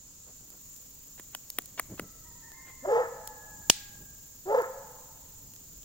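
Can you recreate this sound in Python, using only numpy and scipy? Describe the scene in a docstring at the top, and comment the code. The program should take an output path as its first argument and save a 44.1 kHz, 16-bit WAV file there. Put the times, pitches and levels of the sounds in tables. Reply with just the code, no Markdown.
"""A camp fire flutters and puffs, and its logs snap as pockets of sap burst.
It is evening at the edge of a wood: crickets scrape their wings in a hissing chorus and one katydid throbs.
A hand pats a dog five times. Far off, a rooster crows in a thin, wavering whistle and another dog
yips and barks twice, hoarsely. The trees throw the sounds back."""
import sys
import numpy as np
from scipy import signal
from scipy.io import wavfile
from scipy.ndimage import uniform_filter1d

SR = 44100
rng = np.random.default_rng(int(sys.argv[2]) if len(sys.argv) > 2 else 0)


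def output_pcm(signal):
    """Save a mono or channel-first signal as 16-bit PCM at the path in sys.argv[1].

    Samples are clipped to [-1, 1] before scaling.
    """
    pcm = np.clip(np.atleast_2d(signal).T, -1, 1) * 32767
    wavfile.write(sys.argv[1], SR, np.round(pcm).astype(np.int16))


N = 257540
T = np.arange(N) / SR


def gain_of(db):
    """Turns decibels into a number to multiply by."""
    return 10 ** (np.asarray(db) / 20)


def unit_rms(x):
    """Scales a sound so its average strength (rms) is 1."""
    return x / np.sqrt(np.mean(x ** 2) + 1e-20)


def unit_peak(x):
    """Scales a sound so its peak is 1."""
    return x / abs(x).max()


def wobble(count, size):
    """A random drift, smoothed over size samples."""
    return unit_rms(uniform_filter1d(rng.standard_normal(count), size=size))


def at_pitch(rows, hz):
    """Looks up a value between rows that start with a frequency."""
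    row_hz, value = np.transpose(rows)
    return np.interp(np.log(hz + 1), np.log(row_hz + 1), value)


def level(rows):
    """Joins rows of seconds and dB into a volume curve."""
    return gain_of(np.interp(T, *np.transpose(rows)))


def add(mix, start, sound):
    """Mixes a sound in, start seconds from the beginning."""
    part = mix[..., round(start * SR):][..., :sound.shape[-1]]
    part += sound[..., :part.shape[-1]]


def band(x, low_hz, high_hz):
    """Keeps the sound between two frequencies."""
    sos = signal.butter(2, [low_hz, min(high_hz, 20000)], "bandpass", fs=SR, output="sos")
    return signal.sosfilt(sos, x)


def resonate(x, rows):
    """Makes a sound ring at each row's frequency."""
    out = 0
    for hz, width, db in rows:
        pole = np.exp((2j * np.pi * hz - np.pi * width) / SR)
        once = signal.lfilter([1 - abs(pole)], [1, -pole], x + 0j)
        out = out + gain_of(db) * 2 * signal.lfilter([1 - abs(pole)], [1, -pole], once).real
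    return out


def place(x, lead, pan_db):
    """Makes stereo: the left ear hears it lead samples earlier and pan_db louder."""
    return np.array([x, np.roll(x, lead)]) * gain_of([[pan_db / 2], [-pan_db / 2]])


def burst(ring_s, rise_s):
    """A short burst of noise that fades by 60 dB in ring_s."""
    t = np.arange(2000) / SR
    return rng.standard_normal(2000) * gain_of(-60 * t / ring_s) * (1 - np.exp(-(t / rise_s) ** 2))


# How alike the two ears hear a sound. Each row: frequency in Hz, likeness from 0 to 1.
EAR_LIKENESS = [(60, 0.89), (180, 1), (550, 0.89), (1650, 0.19), (4970, 0.0308), (15000, 0.28)]
def noise(spectrum, patchy_db, size=1024, top_hz=15800):
    """Stereo noise with a given tone colour, in which louder and softer patches drift."""
    frames, hz = 4 * N // size + 5, np.fft.rfftfreq(size, 1 / SR)
    a, b, c, d, patches = rng.standard_normal((frames, len(hz), 5)).T
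    patches = unit_rms(uniform_filter1d(uniform_filter1d(patches, size=10, axis=0), size=8, axis=1))
    alike = np.clip(at_pitch(EAR_LIKENESS, hz), -1, 1)[:, None]
    left = a + 1j * b
    right = alike * left + np.sqrt(1 - alike ** 2) * (c + 1j * d)
    colour = gain_of(at_pitch(spectrum, hz)[:, None] + patchy_db * patches) * (hz < top_hz)[:, None]
    _, sound = signal.istft(np.array([left, right]) * colour, nperseg=size, noverlap=size * 3 // 4)
    return unit_rms(sound[:, :N])


# The flames' tone colour. Each row: frequency in Hz, relative level in dB.
FLAME_SPECTRUM = [(8.8, -44), (15, 6.5), (59, 3.5), (144, 1.5), (461, -15), (520, -17), (720, -20),
                  (900, -44), (1170, -29.5), (1980, -120)]
# The flames rise and sink. Each row: time in seconds, level in dB.
FLAME_LEVEL = [(0.0, -62), (1.5, -61), (1.9, -55.5), (2.15, -57.5), (2.6, -59.5), (3.0, -58), (3.35, -59),
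               (3.55, -56.5), (4.2, -58.5), (5.0, -60), (5.45, -57), (5.84, -58)]
# Puffs of burning gas. Each row: middle in seconds, level in dB, upper frequency in Hz.
GAS_PUFFS = [(0.292, -60.5, 810), (0.434, -61, 328), (0.542, -63.5, 855), (1.924, -43, 300),
             (2.032, -46.5, 276), (2.689, -58, 2500), (4.019, -54, 297.6), (4.868, -60.5, 205)]
def fire(puff_s=.094):
    """Flames flutter low, gas burns in soft puffs, and a few faint ticks crackle."""
    flames = level(FLAME_LEVEL) * noise(FLAME_SPECTRUM, patchy_db=.61, size=2048)
    n = round(puff_s * SR)
    for middle, db, top_hz in GAS_PUFFS:
        rush = unit_rms(band(rng.standard_normal(8000), 65, top_hz))[-n:]
        add(flames, middle - puff_s / 2, place(gain_of(db) * np.hanning(n) * rush, lead=2, pan_db=0))
    tick_db = -44 + 2.6 * np.minimum(rng.exponential(1, (2, N)), 2)
    ticks = gain_of(tick_db) * (rng.random(N) < 9 / SR)  # about nine a second
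    return flames + band(ticks, 7500, 11000)


# The background's tone colour. Each row: frequency in Hz, relative level in dB.
AIR_SPECTRUM = [(150, -47), (250, 2.5), (373, -14), (519, -5.5), (685, -18.5), (873, -10), (1110, -12.5),
                (1300, -12), (2120, -16.5), (3270, -12), (6010, -3.5), (6910, 7.5), (8960, -13.5),
                (15100, -13), (15900, -3)]
def evening_air():
    """Still air and far insects blend into a faint, steady hiss."""
    return gain_of(-54.5) * noise(AIR_SPECTRUM, patchy_db=1)


# The chorus swells and eases. Each row: time in seconds, level in dB.
CRICKET_LEVEL = [(0.0, -56.5), (0.4, -56), (2.2, -57.5), (3.6, -55), (4.8, -58.5), (5.84, -56.5)]
# Where the wings ring. Each row: frequency in Hz, width in Hz, relative level in dB.
WING_RESONANCES = [(7030, 290, 1.5), (6730, 480, -4.5), (7263, 470, 0)]
def crickets():
    """Many crickets scrape at once: tiny teeth click unevenly and make the wings ring."""
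    clicks = rng.standard_normal((2, N)) * gain_of(2 * rng.exponential(1, (2, N)))
    clicks *= gain_of(1.7 * wobble(N, size=5000))  # singers drift in and out of step
    return level(CRICKET_LEVEL) * unit_rms(resonate(clicks, WING_RESONANCES))


# The katydid's tone colour. Each row: frequency in Hz, relative level in dB.
KATYDID_SPECTRUM = [(9000, -30.5), (11000, -24.5), (13000, -16), (15000, -9.5), (15800, -8.5)]
# Its loudness. Each row: time in seconds, level in dB before each ear is turned down.
KATYDID_LEVEL = [(0.0, -61), (0.68, -53), (1.6, -54.5), (2.5, -56), (3.12, -56.5), (3.74, -52.5),
                 (4.2, -53.5), (5.84, -54)]
# Its wings slow down as it sings. Each row: time in seconds, strokes a second.
STROKE_RATE = [(0, 24.08), (3.7, 23.67), (3.9, 23.37), (5.3, 23.37), (5.84, 23.0)]
def katydid():
    """Each wing stroke swells and stops short; no two are quite as strong."""
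    strokes_done = np.cumsum(np.interp(T, *np.transpose(STROKE_RATE))) / SR + .032
    depth_db = 9 + 1.2 * wobble(N, size=3000)
    throb = uniform_filter1d(gain_of(depth_db * ((strokes_done % 1) ** .8 - .6)), 200)
    song = unit_rms(throb * noise(KATYDID_SPECTRUM, patchy_db=.6, size=256))
    return level(KATYDID_LEVEL) * gain_of([[-2.5], [-.5]]) * song


def air_push(hz):
    """A low push of air: the pressure jumps, then relaxes."""
    phase = np.arange(2000) / SR * hz * 2 * np.pi
    return unit_peak(band(phase * np.exp(-phase), 110, 2.2 * hz))


# Where splitting wood rings; the first row is the knock, the rest are the crack.
# Each row: frequency in Hz, width in Hz, relative level in dB.
LOG_RESONANCES = [(3240, 1078, -5), (6000, 3300, 8), (4480, 750, -4.5), (6760, 6600, -1)]
# Each row: start in seconds, crack level in dB before panning, then knock, push and treble
# in dB compared with the crack, and how many dB louder the left ear is.
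LOG_SNAPS = [(0.502, -55.5, -17, 9, 25, -2), (.762, -44, -17, -15, 12, -2), (.959, -58, -13, -8, 0, -4),
             (1.501, -32, -28, -13.5, 10, 2), (1.62, -56.5, -20, -25, 22, 0),
             (1.657, -52, -15, -23, 24, -1), (2.517, -41.5, -10, 1, 5, -0.5), (3.274, -31, -6, -9, 10, -2),
             (3.697, -1, -3.5, -4.5, -8.5, 0), (3.953, -47.5, -7, 1, -8, 0),
             (4.619, -44, -23.5, -5, 12.5, -0.5), (5.01, -54, -21.5, -16, 13, 0.5),
             (5.536, -47, -4.5, -11, 12, 0), (5.562, -37.5, -14, -24, -9, 0),
             (5.83, -51, -3.5, -12, 7.5, 2)]
def log_snaps():
    """A pocket of sap bursts: fibres crack, the log knocks and pushes the air, and the trees answer."""
    out, clicks = np.zeros((2, N)), np.zeros(N)
    for start, db, knock_db, push_db, treble_db, pan_db in LOG_SNAPS:
        ring_s = .008 + .011 * gain_of(db)  # louder snaps ring longer
        rise_s = ring_s / 7
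        splits = burst(ring_s, rise_s), burst(ring_s, rise_s)
        knock = unit_peak(resonate(burst(ring_s / 2, .00016), LOG_RESONANCES[:1]))
        body = gain_of(knock_db) * knock + gain_of(push_db) * air_push(hz=1495)
        for ear, split in enumerate(splits):
            crack = unit_peak(resonate(split, LOG_RESONANCES[1:]))
            treble = gain_of(treble_db) * unit_peak(band(split, 6500, 20000))
            add(out[ear], start, gain_of(db + (1.5 - ear) * pan_db) * (crack + treble))
            add(out[ear], start + rise_s, gain_of(db + (3 - ear) * pan_db) * body)
        clicks[round(start * SR)] = gain_of(db)
    return out + gain_of(-1) * tree_echo(band(clicks, 2800, 12064), gap_s=.012, stretch=.496)


# How long the wood echoes. Each row: frequency in Hz, seconds to fade by 60 dB when stretch is 1.
ECHO_TIMES = [(300, 0.22), (800, 1.724), (2000, 1.35), (5000, 1.06), (12000, 0.23)]
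def tree_echo(x, gap_s, stretch=1):
    """Trunks send back many tiny echoes after gap_s; near trunks (a small stretch) die away sooner."""
    echoes = np.zeros((3, 2 * SR))  # left, right and shared
    slots = np.arange(0, 2 * SR - 20, 20)  # one echo in every 20 samples
    arrivals = slots + rng.integers(0, 20, (3, len(slots)))
    np.put_along_axis(echoes, arrivals, rng.choice([-1., 1.], arrivals.shape), 1)
    hz, t, spectra = signal.stft(echoes * (np.arange(2 * SR) > gap_s * SR), SR, nperseg=512)
    spectra *= gain_of(-60 * t / (stretch * at_pitch(ECHO_TIMES, hz)[:, None]))
    alike = np.clip(at_pitch(EAR_LIKENESS, hz), 0, 1)[:, None]  # long waves reach both ears alike
    spectra = np.sqrt(alike) * spectra[2] + np.sqrt(1 - alike) * spectra[:2]
    _, tail = signal.istft(spectra, SR, nperseg=512)
    return signal.fftconvolve(x[None], tail / np.linalg.norm(tail[0]), axes=1)[:, :N]


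# Each row: landing time in seconds, slap level in dB, then thud, tick and rub in dB compared with
# the slap, and the slap's upper frequency in Hz.
HAND_PATS = [(1.197, -36, -6, 5.5, -22.5, 3230), (1.349, -21.5, -27, -3, -39, 4650),
             (1.586, -18.5, -9.5, 3.5, -53, 2780), (1.796, -15, -11.5, -0.5, -28.5, 2260),
             (1.996, -23.5, -2, -1, -30, 2360)]
def hand_pats():
    """The palm brushes the fur, then lands with a thud, a slap and a late bright tick."""
    out = np.zeros(N)
    for lands, db, thud_db, tick_db, rub_db, top_hz in HAND_PATS:
        slap = band(burst(.011, .00077), 690, top_hz)
        slap += .18 * band(burst(.0035, .00056), 2900, 11400)
        thud = gain_of(thud_db) * unit_peak(band(burst(.0164, .0008), 220, 767))
        tick = unit_peak(band(burst(.0079, .00034), 7400, 14600))
        rub = signal.windows.tukey(1500, .4) * unit_rms(band(rng.standard_normal(1500), 350, 3500))
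        add(out, lands - .023, gain_of(db + rub_db) * rub)
        add(out, lands - .001, gain_of(db) * (unit_peak(slap) + thud))
        add(out, lands + .00048, gain_of(db + tick_db) * tick)
    return out


def voice(hz, gains, waver):
    """Tones at 1, 2, 3.. times a wavering pitch, with one gain for each."""
    cycles = np.cumsum(hz * (1 + waver * wobble(len(hz), size=300))) / SR
    return np.sqrt(2) * sum(gain * np.sin(2 * np.pi * k * cycles) for k, gain in enumerate(gains, 1))


# The crow's syllables. Each row: start and length in seconds, first, early and late pitch in Hz,
# level of the octave above in dB, lowest tone in dB compared with that, level change in dB a second,
# waver as a share of the pitch.
CROW_SYLLABLES = [(2.017, .1, 679, 656, 659, -61, -9, -120, .015),
                  (2.232, .1, 901, 964, 954.5, -63.5, 2.5, -74, .035),
                  (2.416, 0.13, 896, 924, 925, -57.5, -6.5, -58, .025),
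                  (2.524, .24, 1017, 1050, 1030, -60.5, -4.5, -25, .015),
                  (2.78, 1.12, 897, 878, 814, -64.5, -15.5, -0.5, 0.0042)]
def rooster_crow(slide_s=.035, swell_s=.04, end_s=.04, droop=.95):
    """Each syllable is a thin whistle that slides in, swells, flutters and droops."""
    out = np.zeros(N)
    for start, length, first_hz, early_hz, late_hz, db, low_db, fade, waver in CROW_SYLLABLES:
        t = np.arange(0, length, 1 / SR)
        hz = np.interp(t, [0, slide_s, length - end_s, length],
                       [first_hz, early_hz, late_hz, droop * late_hz])
        shape = np.minimum(t / swell_s, 2 * (length - t) / end_s).clip(max=1) * gain_of(db + fade * t)
        flutter = gain_of(2.5 * wobble(len(hz), size=900))
        gains = [gain_of(low_db), 1, gain_of(-7) * (3 * hz < 2200)]  # the air dulls the top tone
        add(out, start, shape * flutter * voice(hz, gains, waver))
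    return out


# A yip, then two barks. Each row: first, early and late pitch in Hz, then the octave above
# in dB compared with the lowest tone, with the mouth shut and with it open.
BARK_PITCHES = [(223.8, 321, 318, -17.5, 28), (358.3, 434, 410, -15, 6.1), (342.8, 440, 447, -13, 0.8)]
# One list for each call. Each row: time in seconds, main voice in dB, second voice in Hz and in dB.
BARK_EFFORT = [
    [(2.822, -58, 495, -83), (2.845, -41, 500, -80.5), (2.858, -28.5, 509.3, -80), (2.872, -64, 490, -80)],
    [(2.852, -58, 587, -70), (2.88, -31, 593.6, -33), (2.9, -31, 553, -28), (2.93, -31.5, 466, -23),
     (2.96, -30.5, 469, -22), (2.98, -26, 469.3, -25.5), (3.0, -44, 520, -24.5), (3.02, -37, 465, -31),
     (3.028, -45, 450, -46), (3.045, -50, 396, -65)],
    [(4.452, -46.5, 587, -68), (4.475, -36.5, 626.4, -56), (4.495, -30, 633.4, -40),
     (4.515, -31, 537.4, -25.5), (4.53, -25.5, 569.6, -48), (4.548, -34, 521.7, -17),
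     (4.566, -26.5, 530.4, -33), (4.586, -37, 495.4, -19), (4.603, -29.5, 479, -33), (4.61, -34, 450, -41),
     (4.63, -46, 321, -60)],
]
# Where the throat rings. Each row: frequency in Hz, width in Hz, relative level in dB.
THROAT_RESONANCES = [(490, 250, -17), (619.6, 570, 5), (917, 220, 1), (1237, 273, -1), (1609, 260, -5),
                     (4975, 2160, -27)]
def dog_barks(open_s=.06984, close_s=.026, drop=.75):
    """The vocal folds buzz hoarsely, a second vibration slides down, and air rasps in the throat."""
    out = np.zeros(N)
    for (first_hz, early_hz, late_hz, shut_db, open_db), effort in zip(BARK_PITCHES, BARK_EFFORT):
        times, *columns = np.transpose(effort)
        start, end = times[0], times[-1]
        t = np.arange(start, end, 1 / SR)
        db, second_hz, second_db = (np.interp(t, times, column) for column in columns)
        # the pitch climbs as the mouth opens, then drops and roughens as it shuts
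        mouth = [start, min(start + open_s, times[-2]), max(end - close_s, times[-2]), end]
        hz = np.interp(t, mouth, [first_hz, early_hz, late_hz, drop * late_hz])
        rough = np.interp(t, mouth, [.098, .098, .098, .49])
        brightness = gain_of(np.interp(t, mouth, [shut_db, open_db, open_db, shut_db]))
        low = gain_of(db) / np.sqrt(1 + brightness ** 2)
        octave, second_gain = brightness * low, gain_of(second_db)
        breath = resonate(rng.standard_normal(len(t)), THROAT_RESONANCES)
        rasp = unit_rms(band(band(breath, 358, 8000), 480, 8200))
        rasp *= 2.91 * rough * np.hypot(gain_of(db), second_gain)
        hoarse = 1 + 1.2 * rough * wobble(len(t), size=250)  # uneven cycles blur the tones
        second_hoarse = 1 + .7 * rough * wobble(len(t), size=200)
        weak_tone = voice(hz + second_hz / 2, [gain_of(-18) * np.sqrt(octave * second_gain)], waver=.017)
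        main = hoarse * voice(hz, [low, octave, gain_of(-13.5) * octave], waver=.022)
        second = second_hoarse * voice(second_hz, [second_gain], waver=.012)
        add(out, start, (main + second + weak_tone + rasp) * signal.windows.tukey(len(t), .1))
    return out


def scene():
    """Mixes it all: the near hand is mostly heard directly, the far animals with more echo."""
    hand, dog, rooster = hand_pats(), dog_barks(), rooster_crow()
    # a wall of trunks returns the upper part of each bark
    dog += gain_of(-.5) * np.roll(band(dog, 1050, 2300), round(.055 * SR))
    far = place(dog, lead=9, pan_db=-.14) + gain_of(-15.5) * tree_echo(dog, gap_s=.0071)
    far += place(rooster, lead=0, pan_db=0) + gain_of(-1.5) * tree_echo(rooster, gap_s=.0462, stretch=.94)
    near = log_snaps() + place(hand, lead=3, pan_db=1) + gain_of(-28) * tree_echo(hand, gap_s=.0014)
    return far + near + evening_air() + crickets() + katydid() + fire()


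def record(dry):
    """Clips the loudest peaks, then removes the treble above 16450 Hz."""
    low_pass = signal.firwin(511, 16450, window=("kaiser", 9), fs=SR)
    return signal.oaconvolve(np.clip(dry, -.97, .97), low_pass[None], "same")


dry = scene()
out = record(dry)
output_pcm(out)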